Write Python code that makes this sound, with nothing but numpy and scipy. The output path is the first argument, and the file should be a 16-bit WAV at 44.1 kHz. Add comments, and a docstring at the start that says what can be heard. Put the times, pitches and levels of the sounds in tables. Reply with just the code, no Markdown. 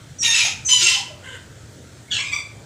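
"""A squeaky screw in a fan guard

A screwdriver turns a tight screw in the clamp of a wire fan guard, close to a phone, in a hard-floored room.
The thread sticks and slips at a fast rate. Regular slips make a squeal, a stack of harmonics; irregular slips
make a rough scrape, which is noise shaped by the guard. A thin whistle, one high tone, opens the first two turns.
Faint fuzzy tones and soft rustles are bands of noise. Sparse echoes make the room ring, over rumble and hiss."""
import sys
import numpy as np
from scipy import signal
from scipy.fft import rfft, irfft
from scipy.io import wavfile
from scipy.ndimage import uniform_filter1d

SR = 44100
rng = np.random.default_rng(int(sys.argv[2]) if len(sys.argv) > 2 else 0)


def master_out(mix):
    """Clip the mix to full scale and print it as 16-bit PCM to the path in sys.argv[1]."""
    frames = np.transpose(np.atleast_2d(mix))
    ceiling = np.clip(frames, -1, 1)
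    pcm = np.round(ceiling * 32767).astype(np.int16)
    wavfile.write(sys.argv[1], SR, pcm)


def invert_db(level):
    """Linear amplitude ratio for a level in decibels (20 dB per decade), elementwise."""
    return 10 ** (np.asarray(level, dtype=float) / 20)


N = 116865  # length of the scene in samples
WOBBLE_S = 0.0015  # smoothing time of the fast pitch wobble


def evened(x):
    """Scales a sound to an rms (average strength) of 1."""
    return x / np.sqrt(np.mean(x ** 2) + 1e-20)


def read(points, hz):
    """Reads a curve over frequency, with straight lines between its points on a log axis."""
    f, value = np.transpose(points)
    return np.interp(np.log(hz + 1), np.log(f + 1), value)


def drift(count, s):
    """Random wandering of rms 1: noise smoothed twice over s seconds."""
    width = max(round(s * SR), 2)
    once = uniform_filter1d(rng.standard_normal(count), width)
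    return evened(uniform_filter1d(once, width))


def band(count, hz, width_hz):
    """A band of noise of rms 1: white noise that gets weaker away from its middle frequency."""
    f = np.fft.rfftfreq(count, 1 / SR)
    weakening = 1 + ((f - hz) / width_hz * 2) ** 4
    return evened(irfft(rfft(rng.standard_normal(count)) / weakening, count))


def coloured(x, points):
    """Shapes a sound as the guard does: a broad colour, with the ringing modes of its wires on top."""
    # modes of the wires that the scrape rings: f/Hz, width/Hz, lift/dB (below 0: a dip)
    wires = [(2416, 24, 2.5), (2510, 36, -8), (2640, 31, 2.5), (3120, 20, 0), (3200, 24, -1),
             (3960, 41, -3), (4100, 66, 0), (5140, 48, 12), (6100, 59, 0), (6900, 70, 3.5)]
    hz = np.fft.rfftfreq(len(x), 1 / SR)
    rings = 1 + sum((invert_db(db) - 1) / (1 + ((hz - f) / width * 2) ** 2) for f, width, db in wires)
    return evened(irfft(rfft(x) * rings * invert_db(read(points, hz)), len(x)))


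def unroll(rows):
    """Turns rows of a curve into its start time, soft ends and one value per sample for each column."""
    s, *columns = np.transpose(rows)
    t = np.arange(s[0], s[-1], 1 / SR)
    edge = np.clip(np.minimum(t - s[0], s[-1] - t) / 0.004, 0, 1)  # 4 ms ramps
    return s[0], edge, [np.interp(t, s, column) for column in columns]


def add(mix, s, sound):
    """Mixes a sound in from time s, in seconds."""
    part = mix[round(s * SR):][:len(sound)]
    part += sound[:len(part)]


def air():
    """Rumble and hiss: noise with a fixed colour, in which soft patches drift over time and pitch."""
    # colour of the background noise: f/Hz, relative level/dB
    air_colour = [(15, -50), (25, -20), (43, -22), (80, -4.5), (101, 2), (133, -1.5), (188, -12.5),
                  (290, -14), (458, -18), (510, -17.5), (553, -20), (616, -17.5), (851, -26.5), (923, -23),
                  (1000, -30), (1380, -22.5), (2070, -26.5), (2710, -29.5), (3550, -27), (5610, -29.5),
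                  (7750, -26.5), (11600, -46), (15600, -43.5)]
    level_db, patch_db = -42.5, 1.5  # overall rms; rms of the patches
    frames, hz = N // 512 + 5, np.fft.rfftfreq(2048, 1 / SR)
    real, imaginary, patches = rng.standard_normal((frames, 1025, 3)).T
    patches = uniform_filter1d(patches, 20, 0)  # smooth over frequency
    patches = evened(uniform_filter1d(patches, 8, 1))  # smooth over time
    spectrum = (real + 1j * imaginary) * invert_db(read(air_colour, hz)[:, None] + patch_db * patches)
    noise = signal.istft(spectrum, nperseg=2048, noverlap=1536)[1][:N]
    return invert_db(level_db) * evened(noise)


def room(x):
    """The ringing room: sparse echoes of random sign, each band dying away at its own speed."""
    # how long the room rings: f/Hz, time to fall by 60 dB/s
    ring_times = [(500, 0.34), (1300, 0.62), (3500, 0.38), (9000, 0.37)]
    taps = np.zeros(SR)
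    at = np.arange(200, SR - 20, 20)  # one echo in each 20 samples
    taps[at + rng.integers(0, 20, len(at))] = rng.choice([-1., 1.], len(at))
    hz, t, z = signal.stft(taps, SR, nperseg=256)
    fade = invert_db(-60 * t / read(ring_times, hz)[:, None])
    tail = signal.istft(z * fade, SR, nperseg=256)[1]
    return signal.fftconvolve(x, tail / np.linalg.norm(tail))[:N]


def rustle(middle, length, hz, width_hz, db):
    """A soft swell of noise, perhaps the hands rustling: a band of noise that rises and falls."""
    swell = np.hanning(round(length * SR))
    return middle - length / 2, invert_db(db) * swell * band(16384, hz, width_hz)[:len(swell)]


def add_rustles(mix):
    """Mixes in the soft swells of noise."""
    # swells of noise: middle/s, length/s, f/Hz, width/Hz, level before the swell/dB
    swells = [(1.78, .26, 380, 450, -49), (1.73, .12, 11000, 8000, -65), (2.6, .24, 550, 800, -51),
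              (2.36, .1, 13500, 4000, -62)]
    for row in swells:
        add(mix, *rustle(*row))


def low_tone(start, length, hz, width_hz, db):
    """A faint fuzzy tone: a narrow band of noise with a quick start that fades."""
    t = np.arange(0, length, 1 / SR)
    rise = np.minimum(t / 0.0086, 1)
    fade = np.sqrt(1 - t / length)
    return start, invert_db(db) * rise * fade * band(8192, hz, width_hz)[:len(t)]


def add_low_tones(mix):
    """Mixes in the faint fuzzy tones."""
    # fuzzy tones: start/s, length/s, f/Hz, width/Hz, level before the fade/dB
    tones = [(0.235, 0.069, 2400, 90, -26.5), (0.442, 0.074, 784, 322, -35.5),
             (0.804, 0.091, 375, 92.5, -39.5), (0.809, 0.073, 1373, 80, -36), (0.946, 0.11, 807, 104, -42),
             (0.99, 0.09, 980, 101, -45), (1.096, 0.13, 604, 83, -45), (2.078, 0.081, 2197, 150, -47.5)]
    for row in tones:
        add(mix, *low_tone(*row))


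def whistle(rows):
    """One high mode sings alone as a wobbling sine, with some fizz, a band of noise above it."""
    wobble = 0.012  # rms share of the pitch
    fizz_db, fizz_hz, fizz_width_hz = -9.5, 7080, 2600  # level against the sine
    start, edge, (hz, db) = unroll(rows)
    count = len(hz)
    wavering_hz = hz * (1 + wobble * drift(8192, WOBBLE_S)[:count])
    angle = 2 * np.pi * np.cumsum(wavering_hz) / SR
    fizz = invert_db(fizz_db) * band(8192, fizz_hz, fizz_width_hz)[:count]
    return start, edge * invert_db(db) * (np.sqrt(2) * np.sin(angle) + fizz)


def add_whistles(mix):
    """Mixes in the thin whistles as the screw breaks loose."""
    # one curve for each whistle: t/s, f/Hz, level of the sine/dB
    curves = [
        [(0.184, 5900, -38), (0.2, 5820, -30), (0.218, 5620, -21), (0.244, 5850, -25), (0.255, 5500, -36)],
        [(0.647, 6300, -35), (0.666, 6200, -20), (0.685, 6080, -21.5), (0.715, 6140, -19)],
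    ]
    for rows in curves:
        add(mix, *whistle(rows))


def squeal(rows, colour, orders, unsteady):
    """Regular slips give harmonics that hop and chatter; irregular ones give a lumpy, coloured scrape."""
    flutter_db, flutter_s = 4, 0.0086  # each harmonic swells by itself
    hop_s, chatter_s = 0.008, 0.002  # smoothing times
    grit, grit_s = 0.2, 0.0022  # how much the scrape comes in lumps; smoothing time
    spray_db, spray_hz, spray_width_hz = -37.5, 13500, 7600  # raspy treble, level against the squeal
    start, edge, (hz, squeal_db, scrape_db) = unroll(rows)
    n, count = 16384, len(hz)  # noise is made n samples long, then cut to count
    wobble, hop, chatter_db = unsteady

    waver = wobble * drift(n, WOBBLE_S) + hop * np.tanh(2 * drift(n, hop_s))
    angle = 2 * np.pi * np.cumsum(hz * (1 + waver[:count])) / SR
    tone = np.zeros(count)
    for multiple, db in orders:
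        strength = invert_db(db + flutter_db * drift(n, flutter_s)[:count])
        tone += strength * np.cos(multiple * angle + 2 * np.pi * rng.random())
    tone = tone * invert_db(chatter_db * np.tanh(drift(n, chatter_s))[:count])
    spray = invert_db(spray_db) * band(n, spray_hz, spray_width_hz)[:count]

    lumps = np.exp(grit * drift(n, grit_s))
    scrape = coloured(rng.standard_normal(n) * lumps, colour)[:count]
    return start, edge * (invert_db(squeal_db) * (evened(tone) + spray) + invert_db(scrape_db) * scrape)


def add_turns(mix):
    """Mixes in the five turns; a turn can break into a rougher or a second squeal."""
    # course of each squeal: t/s, slip rate/Hz, squeal level/dB, scrape level/dB
    turn_1 = [(.222, 953.5, -31, -37), (.235, 946.3, -23, -24.5), (.27, 928, -16, -23),
              (.31, 922, -19, -45), (.335, 927, -24, -32), (.36, 974, -24, -40), (.4, 984, -26.5, -47),
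              (.43, 958, -23, -44), (.445, 913, -25.5, -42), (.5, 905, -36, -52)]
    turn_1_rough = [(.3, 931.6, -40, -26), (.345, 888, -20.5, -21.5), (.405, 868.5, -22, -17.5),
                    (.415, 807, -21, -20.5), (.45, 812, -22, -23.5), (.47, 848, -24, -23),
                    (.5, 847, -36.5, -30), (.53, 836, -39, -29)]
    turn_2 = [(.68, 1022, -44, -43), (.692, 1014, -22, -24), (.73, 1006, -12.5, -26), (.76, 1005, -15, -31),
              (.8, 984, -18, -24.5), (.83, 978, -37, -15.5), (.86, 1020, -41, -34)]
    turn_2_rough = [(.79, 981, -37, -39), (.808, 947, -25, -26), (.825, 915, -21, -27),
                    (.86, 906.6, -20, -20), (.9, 902.4, -19.5, -18.5), (.93, 889.6, -27, -21),
                    (.96, 879, -27, -26), (1.02, 879, -48, -31)]
    turn_2_upper = [(.86, 1005, -57, -60), (.878, 1020, -14.5, -54), (.9, 1019, -27, -52),
                    (.93, 1020, -22.5, -36), (.97, 1001, -27.5, -44), (1.02, 1006, -42, -56)]
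    turn_3 = [(1.22, 472, -53, -70), (1.24, 478.4, -52, -44), (1.256, 516, -40.5, -41),
              (1.364, 508.5, -43, -39.5), (1.4, 509, -45.5, -64), (1.44, 490, -77, -73)]
    turn_4 = [(2.1, 1693, -58, -63), (2.115, 1677, -25.5, -34), (2.15, 1670, -31, -27),
              (2.2, 1675, -35, -29), (2.25, 1680, -42.5, -48), (2.27, 1700, -55, -65)]
    turn_4_fall = [(2.11, 1614, -45, -60), (2.12, 1544, -23.5, -41), (2.14, 1430, -27, -28),
                   (2.175, 1344, -28.5, -30.5), (2.19, 1300, -42, -42)]
    turn_5 = [(2.18, 1058, -30, -53), (2.192, 1050, -32, -29), (2.21, 1109, -31, -33.5),
              (2.235, 1170, -50, -30), (2.256, 1245, -33, -34), (2.29, 1249, -36, -34),
              (2.308, 1242, -41, -45), (2.318, 1113, -45, -29), (2.335, 1173, -23, -26.5),
              (2.36, 1169, -26.5, -32), (2.406, 1178, -34, -34.5), (2.435, 1154, -57, -49)]
    # colour of the guard under each grip: f/Hz, relative level/dB
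    colour_1 = [(350, -66), (600, -56), (855, -32), (1090, -24.5), (1270, -14.5), (1690, -18.5), (2570, -2),
                (4030, -5), (4560, -10), (6760, -6.5), (8400, -23.5), (10200, -35), (15500, -39)]
    colour_2 = [(350, -63), (600, -24.5), (878, -52), (1030, -12), (1200, -46), (1320, -14.5),
                (1450, -23.5), (2190, -12.5), (2500, -8), (2720, -5), (4810, -7.5), (6670, -10.5),
                (15500, -44.5)]
    colour_3 = [(240, -57), (400, -10), (527, -1), (683, -34), (1020, -4), (1240, -28), (1540, -0.5),
                (2120, -11), (2320, -26), (3010, 2.5), (4420, -42), (7100, -13.5), (15500, -48)]
    colour_4 = [(470, -36), (800, -18.5), (1150, -31), (1640, -6.5), (2210, -23), (3020, 5), (3590, -11),
                (4220, -3), (5010, -19), (6840, -7.5), (8340, -14), (9920, -51), (15500, -49)]
    colour_5 = [(470, -65), (800, -23), (1120, -4.5), (1840, -45), (2100, 5), (2400, 8), (2910, -27),
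                (3500, 0.5), (3960, -51), (4650, -19), (5340, -40), (5750, -34), (7740, -4.5), (15500, -96)]
    # strength of each harmonic: multiple of the slip rate, relative level/dB
    orders_1 = [(1, -18), (2, -9.5), (3, -8), (4, 2.5), (5, -14), (6, -6.5), (7, 1), (8, -9.5), (9, -36),
                (10, -15), (11, -18.5), (12, -30.5), (13, -36), (15, -35), (16, -28)]
    orders_1_rough = [(1, -37), (2, -20), (3, 5), (4, -15), (5, -20), (6, -5), (7, -11), (8, -6), (9, -6.5),
                      (11, -17.5), (12, -17)]
    orders_2 = [(1, -20.5), (2, -16.5), (3, 2), (4, -9.5), (5, -10), (6, -4), (7, -2.5), (8, -15.5),
                (9, -19.5), (10, -22), (11, -30.5), (12, -33), (15, -33)]
    orders_2_rough = [(1, -22), (2, -23), (3, 3), (4, -12), (5, -12), (6, -2.5), (7, -0.5), (8, -1),
                      (9, -4.5), (10, -17)]
    orders_2_upper = [(1, -18.5), (2, -11), (3, 1), (4, -8), (5, -19), (6, -20), (7, -25)]
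    orders_3 = [(1, -10), (2, -23), (3, 0.5), (4, -4.5), (5, -13), (6, -24), (7, -7.5), (8, -18)]
    orders_4 = [(1, -8), (2, 1.5), (4, -8.5)]
    orders_4_fall = [(1, -15), (2, 1.5), (3, -1.5), (4, -11)]
    orders_5 = [(1, -13.5), (2, 1), (3, -6), (4, -2), (5, -3.5), (6, -18), (7, -29), (10, -34)]
    # unsteadiness: fast wobble/share of slip rate, hop/share of slip rate, chatter/dB
    unsteady_1 = (.012, .003, 3)
    unsteady_2 = (.009, .002, 3)
    unsteady_3 = (.035, .012, 4)
    unsteady_4 = (.019, .008, 4)
    unsteady_5 = (.012, .006, 5.5)
    unsteady_rough = (.01, .011, 4.5)

    add(mix, *squeal(turn_1, colour_1, orders_1, unsteady_1))
    add(mix, *squeal(turn_1_rough, colour_1, orders_1_rough, unsteady_rough))
    add(mix, *squeal(turn_2, colour_2, orders_2, unsteady_2))
    add(mix, *squeal(turn_2_rough, colour_2, orders_2_rough, unsteady_rough))
    add(mix, *squeal(turn_2_upper, colour_2, orders_2_upper, unsteady_rough))
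    add(mix, *squeal(turn_3, colour_3, orders_3, unsteady_3))
    add(mix, *squeal(turn_4, colour_4, orders_4, unsteady_4))
    add(mix, *squeal(turn_4_fall, colour_4, orders_4_fall, unsteady_4))
    add(mix, *squeal(turn_5, colour_5, orders_5, unsteady_5))


def scene():
    """All the close sounds, their ringing in the room, and the background air."""
    close = np.zeros(N)
    add_rustles(close)
    add_low_tones(close)
    add_whistles(close)
    add_turns(close)
    wet_db = -5.5  # level of the room's ringing
    return (close + invert_db(wet_db) * room(close) + air())[None]


def band_limit(x):
    """A steep low-pass at the top of the band."""
    return signal.sosfilt(signal.butter(12, 15560, fs=SR, output="sos"), x)


def record(dry):
    """Removes the treble above an edge with a steep filter and returns the finished mix."""
    edge_hz = 15560
    lowpass = signal.firwin(511, edge_hz, window=("kaiser", 9), fs=SR)
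    limited = signal.oaconvolve(dry, lowpass[None], "same")
    return band_limit(limited)


dry = scene()
out = record(dry)
master_out(out)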